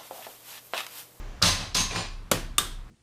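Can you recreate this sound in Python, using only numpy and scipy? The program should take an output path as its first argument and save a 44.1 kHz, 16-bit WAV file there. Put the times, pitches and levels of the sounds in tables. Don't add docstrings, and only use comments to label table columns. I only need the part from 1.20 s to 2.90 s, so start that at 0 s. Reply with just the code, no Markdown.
import sys
import numpy as np
from scipy import signal
from scipy.fft import rfft, irfft
from scipy.io import wavfile

SR = 44100
rng = np.random.default_rng(int(sys.argv[2]) if len(sys.argv) > 2 else 0)


def dump_mix(stems):
    frames = np.atleast_2d(stems).T
    limited = np.clip(frames, -1, 1)
    pcm = np.round(limited * 32767).astype(np.int16)
    wavfile.write(sys.argv[1], SR, pcm)


N = 74970
T = np.arange(N) / SR
HZ = np.fft.rfftfreq(N, 1 / SR)


def amp(db):
    return 10 ** (np.asarray(db) / 20)


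def unit_rms(x):
    return x / np.sqrt(np.mean(x ** 2) + 1e-20)


def curve(points, hz=HZ):
    f, value = np.transpose(points)
    return np.interp(np.log(hz + 1), np.log(f + 1), value)


def humps(peaks):
    return sum(db / (1 + (2 * (HZ - hz) / width) ** 2) for hz, width, db in peaks)


def add(mix, s, sound):
    part = mix[max(round(s * SR), 0):]
    part += sound[:len(part)]


def decay(t, t60):
    return np.exp(-np.log(1000) * np.maximum(t, 0) / t60)


def rise(seconds):
    return np.minimum(T / max(seconds, 1e-4), 1)


def wander(axis, step, size=2048):
    return unit_rms(np.interp(axis, np.arange(size) * step, rng.standard_normal(size)))


def noise(colour_db):
    return unit_rms(irfft(amp(colour_db) * np.exp(2j * np.pi * rng.random(len(HZ))), N))


# frequency in Hz, t60 in seconds.
ROOM_DECAY = [(100, 0.73), (400, 0.32), (1200, 0.4), (4000, 0.44), (8000, 0.34), (14000, 0.28)]
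def wash(colour_db, hold=0, stretch=1, grain_db=2, grain_hz=30.15):
    uneven = noise(colour_db + grain_db * wander(HZ, grain_hz))
    hz, t, bands = signal.stft(uneven, SR, nperseg=512)
    t60 = stretch * curve(ROOM_DECAY, hz)[:, None]
    return signal.istft(bands * decay(t - hold, t60), SR)[1][:N]


# frequency in Hz, level in dB.
AIR_COLOUR = [(25, -10), (55, 4.5), (170, -8), (280, -16.5), (600, -22.5), (1100, -18.5), (1900, -26),
              (12500, -44.5), (15000, -54)]
FADING_COLOUR = [(650, 4.5), (2500, -4), (4500, -10), (6800, -11), (9000, -24), (15000, -25)]
# frequency in Hz, level in dB.
THROB_TONES = [(30.4, -40), (33.7, -39)]
def room_tone(throb_peak_s=0.64):
    air = amp(-47.5) * noise(curve(AIR_COLOUR))
    throb = sum(amp(db) * np.cos(2 * np.pi * hz * (T - throb_peak_s)) for hz, db in THROB_TONES)
    return air + throb + amp(-49) * wash(curve(FADING_COLOUR), stretch=5.7)


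def contact(colour_db, t60):
    shape = rise(0.00021) * decay(T, t60)
    burst = rfft(shape * rng.standard_normal(N))
    coloured = irfft(amp(colour_db) * burst / (abs(burst) + 1e-9), N)
    crack = coloured * rise(0.0002) * decay(T - t60 / 2, t60)
    return unit_rms(crack) * np.sqrt(np.mean(shape ** 2))


# start in seconds, level in dB, t60 in seconds, centre in Hz, width in octaves.
GEAR_KNOCKS = [(.2165, -35, 0.092, 580, 0.31), (0.2171, -27.5, 0.17, 1285, 0.23),
               (0.2198, -27, 0.047, 3840, 0.64), (0.2247, -12, 0.029, 4580, 0.38),
               (.2575, -23, 0.043, 3760, 0.13), (0.5456, -23.5, 0.021, 4760, 0.39),
               (0.5492, -20.5, 0.042, 4700, 0.49), (0.568, -24, 0.032, 4100, 0.68),
               (0.7096, -35.5, 0.08, 2400, 0.21), (0.7599, -23.5, 0.024, 1240, 0.63)]
def gear_knocks():
    out = np.zeros(N)
    for s, db, t60, hz, width in GEAR_KNOCKS:
        octaves = np.log2((HZ + 1) / hz)
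        band_db = -21 * np.log10(1 + (octaves / width) ** 2)
        add(out, s, amp(db) * contact(band_db, t60))
    return out


def ring(modes, hold=0, waver=0.58, waver_s=0.0246):
    out = np.zeros(N)
    for hz, db, t60 in modes:
        drift = wander(T, waver_s) + 1j * wander(T, waver_s)
        sway = (1 + waver * drift) / np.sqrt(1 + 2 * waver ** 2)
        tone = np.exp(2j * np.pi * (hz * T + rng.random()))
        out += amp(db) * decay(T - hold, t60) * (sway * tone).real
    return out


def rattle(colour_db, hold, stretch=1, depth_db=0.4, grain_s=0.0062):
    chatter_db = depth_db * wander(T, grain_s) * decay(T - hold, 0.65)
    return amp(chatter_db) * wash(colour_db, hold, stretch)


# frequency in Hz, level in dB, t60 in seconds.
STEEL_MODES = [(1021, 2, 0.48), (1080, -4, 0.71), (2597, -2.5, 0.71), (3730, -5.5, 0.37), (3920, -2, 0.36),
               (4010, -1, .42), (4150, -5, 0.34), (4352, -1.5, 0.38), (4700, -7, 0.42), (5080, 2, .36),
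               (5590, -9.5, 0.55)]
CABINET_MODES = [(87.7, -2.5, 0.48), (105.6, 1, 0.52), (171.7, -1.5, 0.24)]
def steel_and_cabinet(steel_db, boom_db, hold):
    steel = amp(steel_db) * ring(STEEL_MODES, hold)
    return steel + amp(boom_db) * ring(CABINET_MODES, hold, waver=0.61, waver_s=0.06)


# start in seconds, rattle level in dB, rise and hold in seconds, tilt in dB per octave,
# steel ring and cabinet boom in dB, factor on the rattle's decay time.
GEAR_CLANKS = [(0.221, -21.5, 0.016, 0.063, -1, -35.5, -27.5, 1.13),
               (0.373, -39, 0.032, 0.067, -5.5, -59, -46, 1.13),
               (0.5452, -25.5, 0.0072, 0.062, -0.8, -38.5, -34.5, 1)]
# frequency in Hz, level in dB.
GEAR_COLOUR = [(120, -18), (200, -6), (309, -14), (540, -11), (1040, -9), (1490, -10.5), (4010, -5),
               (6400, -6), (7020, -12), (9050, -12), (15000, -29)]
def gear_clanks():
    out = np.zeros(N)
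    for s, db, rise_s, hold, tilt, steel_db, boom_db, stretch in GEAR_CLANKS:
        colour_db = curve(GEAR_COLOUR) + tilt * np.log2(HZ / 1000 + 1)
        body = amp(db) * rattle(colour_db, hold, stretch)
        add(out, s, rise(rise_s) * (body + steel_and_cabinet(steel_db, boom_db, hold)))
    return out


# start in seconds, level in dB.
LATCH_HITS = [(.2238, -22.5), (.5492, -25.5)]
# frequency in Hz, level in dB.
LATCH_MODES = [(545, -5.5), (1250, -6), (1380, -4), (1680, -11.5), (2450, -13), (2820, -10), (3920, -1),
               (4330, -8), (4770, 0), (5080, 0), (5640, -9)]
def latch(t60=0.086):
    out = np.zeros(N)
    modes = [(hz, db, t60) for hz, db in LATCH_MODES]
    for s, db in LATCH_HITS:
        add(out, s, amp(db) * rise(0.00091) * ring(modes))
    return out


# start in seconds, level in dB, hold in seconds, pitch factor.
SPRING_JOLTS = [(.257, -32.5, .035, .987), (.566, -29, .045, 1)]
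# frequency in Hz, level in dB, t60 in seconds.
SPRING_MODES = [(6365, -1, .36), (6517, 0, .28)]
def return_spring():
    out = np.zeros(N)
    for s, db, hold, pitch in SPRING_JOLTS:
        modes = [(hz * pitch, level, t60) for hz, level, t60 in SPRING_MODES]
        add(out, s, amp(db) * rise(0.001) * ring(modes, hold, waver=0.15))
    return out


# start in seconds, level in dB, rise and hold in seconds.
BAR_PUSHES = [(0.697, -37, 0.016, 0.042), (0.737, -31.5, 0.019, 0.063)]
# frequency in Hz, level in dB.
SCRAPE_COLOUR = [(120, -43), (200, -7), (412, -3), (503, -8.5), (761, -4.5), (1360, -11), (1660, -8.5),
                 (4980, -10.5), (7150, -17.5), (15000, -44)]
BAR_MODES = [(3074, -19), (4860, -17), (6024, -15), (6971, -24.5), (8400, -28), (9179, -20), (10650, -41)]
# centre and width in Hz, boost in dB.
BAR_PEAKS = [(1087, 70, 7.5), (2430, 85, 6.5), (5900, 100, 1), (7140, 300, 6), (8460, 130, 10),
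             (9130, 220, 9), (10400, 400, 3)]
def sliding_bar(t60=0.42):
    out = np.zeros(N)
    for s, db, rise_s, hold in BAR_PUSHES:
        scrape = rattle(curve(SCRAPE_COLOUR) + humps(BAR_PEAKS), hold)
        bar = ring([(hz, level, t60) for hz, level in BAR_MODES], hold)
        frame = steel_and_cabinet(steel_db=-16, boom_db=-5.5, hold=hold)
        add(out, s, amp(db) * rise(rise_s) * (scrape + bar + frame))
    return out


def clack(hits, colour, modes, tail_colour_db, ring_s, ring_db, tail_db):
    out = np.zeros(N)
    for s, db, t60 in hits:
        add(out, s, amp(db) * contact(curve(colour), t60))
    partials = sum(amp(db) * decay(T, t60) * np.cos(2 * np.pi * hz * T) for hz, db, t60 in modes)
    add(out, ring_s, -amp(ring_db) * rise(0.00055) * partials)
    early_lift = 1 + amp(-11.5) * decay(T, 0.18)
    add(out, ring_s, amp(tail_db) * rise(0.0011) * early_lift * wash(tail_colour_db))
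    return out


# start in seconds, level in dB, t60 in seconds.
STOP_CONTACTS = [(1.1134, -27, 0.051), (1.1148, -11.5, 0.023)]
# frequency in Hz, level in dB.
STOP_CRACK = [(200, -22), (600, -15), (1300, 3), (1800, -10), (2300, -4.5), (3700, -1.5), (5400, -10),
              (6400, -5), (12500, -5.5), (15000, -15)]
STOP_ROOM = [(60, -11), (100, -2.5), (200, -5.5), (310, -1), (560, -8), (750, -7.5), (3300, -15),
             (10000, -19.5), (15000, -26)]
# frequency in Hz, level in dB, t60 in seconds.
STOP_RING = [(106.6, -17.5, 0.99), (167, -16.5, 0.45), (204, -3.5, 0.046), (239.7, -17.5, 0.66),
             (520, -6, 0.15), (569, -1, .05), (1137, -2, 0.048), (1355, -1.5, 0.037), (2230, -3, .04),
             (3370, -9, 0.11)]
def lever_stop():
    tail = curve(STOP_ROOM)
    return clack(STOP_CONTACTS, STOP_CRACK, STOP_RING, tail, ring_s=1.1165, ring_db=-20, tail_db=-25)


# centre in seconds, level in dB, half-width in seconds.
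PANEL_THUDS = [(1.1167, -12, 0.00042), (1.122, -16, 0.00073)]
def panel_thuds():
    out = np.zeros(N)
    for s, db, width in PANEL_THUDS:
        x = (T - s) / width
        out -= amp(db) * (1 - x ** 2) * np.exp(-x ** 2 / 2)
    return out


# start in seconds, level in dB, t60 in seconds.
CATCH_CONTACTS = [(1.3818, -9.5, 0.021), (1.385, -26, 0.036)]
# frequency in Hz, level in dB.
CATCH_CRACK = [(200, -29), (850, -22), (1220, -2), (1900, -12), (3400, 1.5), (4800, -10.5), (7400, 1.5),
               (9200, -0.5), (11500, -12), (14800, -7.5)]
CATCH_ROOM = [(100, -7), (175, -9), (390, -4), (760, -16), (1200, -7), (2300, -15), (3500, -7.5),
              (4100, -13.5), (8000, -13), (15000, -19)]
# frequency in Hz, level in dB, t60 in seconds.
CATCH_RING = [(1215, 0.5, 0.04), (1180, -13.5, 0.2), (1640, -24, 0.32), (2710, -6, 0.02),
              (2880, -6.5, 0.03), (3580, -3.5, 0.072), (3604, -5.5, .035), (3710, -10.5, 0.16),
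              (4400, -9.5, .04), (8200, -2, 0.028), (9000, -6.5, 0.034)]
# centre and width in Hz, boost in dB.
LINGERING_PEAKS = [(1714, 120, 4), (3690, 140, 6), (8150, 190, 9.5), (8900, 210, 10)]
def lever_catch():
    tail = curve(CATCH_ROOM) + humps(LINGERING_PEAKS)
    return clack(CATCH_CONTACTS, CATCH_CRACK, CATCH_RING, tail, ring_s=1.3822, ring_db=-16, tail_db=-26)


def scene():
    lever = lever_stop() + panel_thuds() + lever_catch()
    gear = latch() + gear_clanks() + gear_knocks() + return_spring() + sliding_bar()
    return (lever + gear + room_tone())[None]


def record(dry, edge_hz=15250):
    lowpass = signal.firwin(255, edge_hz, window=("kaiser", 9), fs=SR)
    return signal.oaconvolve(dry, lowpass[None], "same")


dry = scene()
out = record(dry)
dump_mix(out)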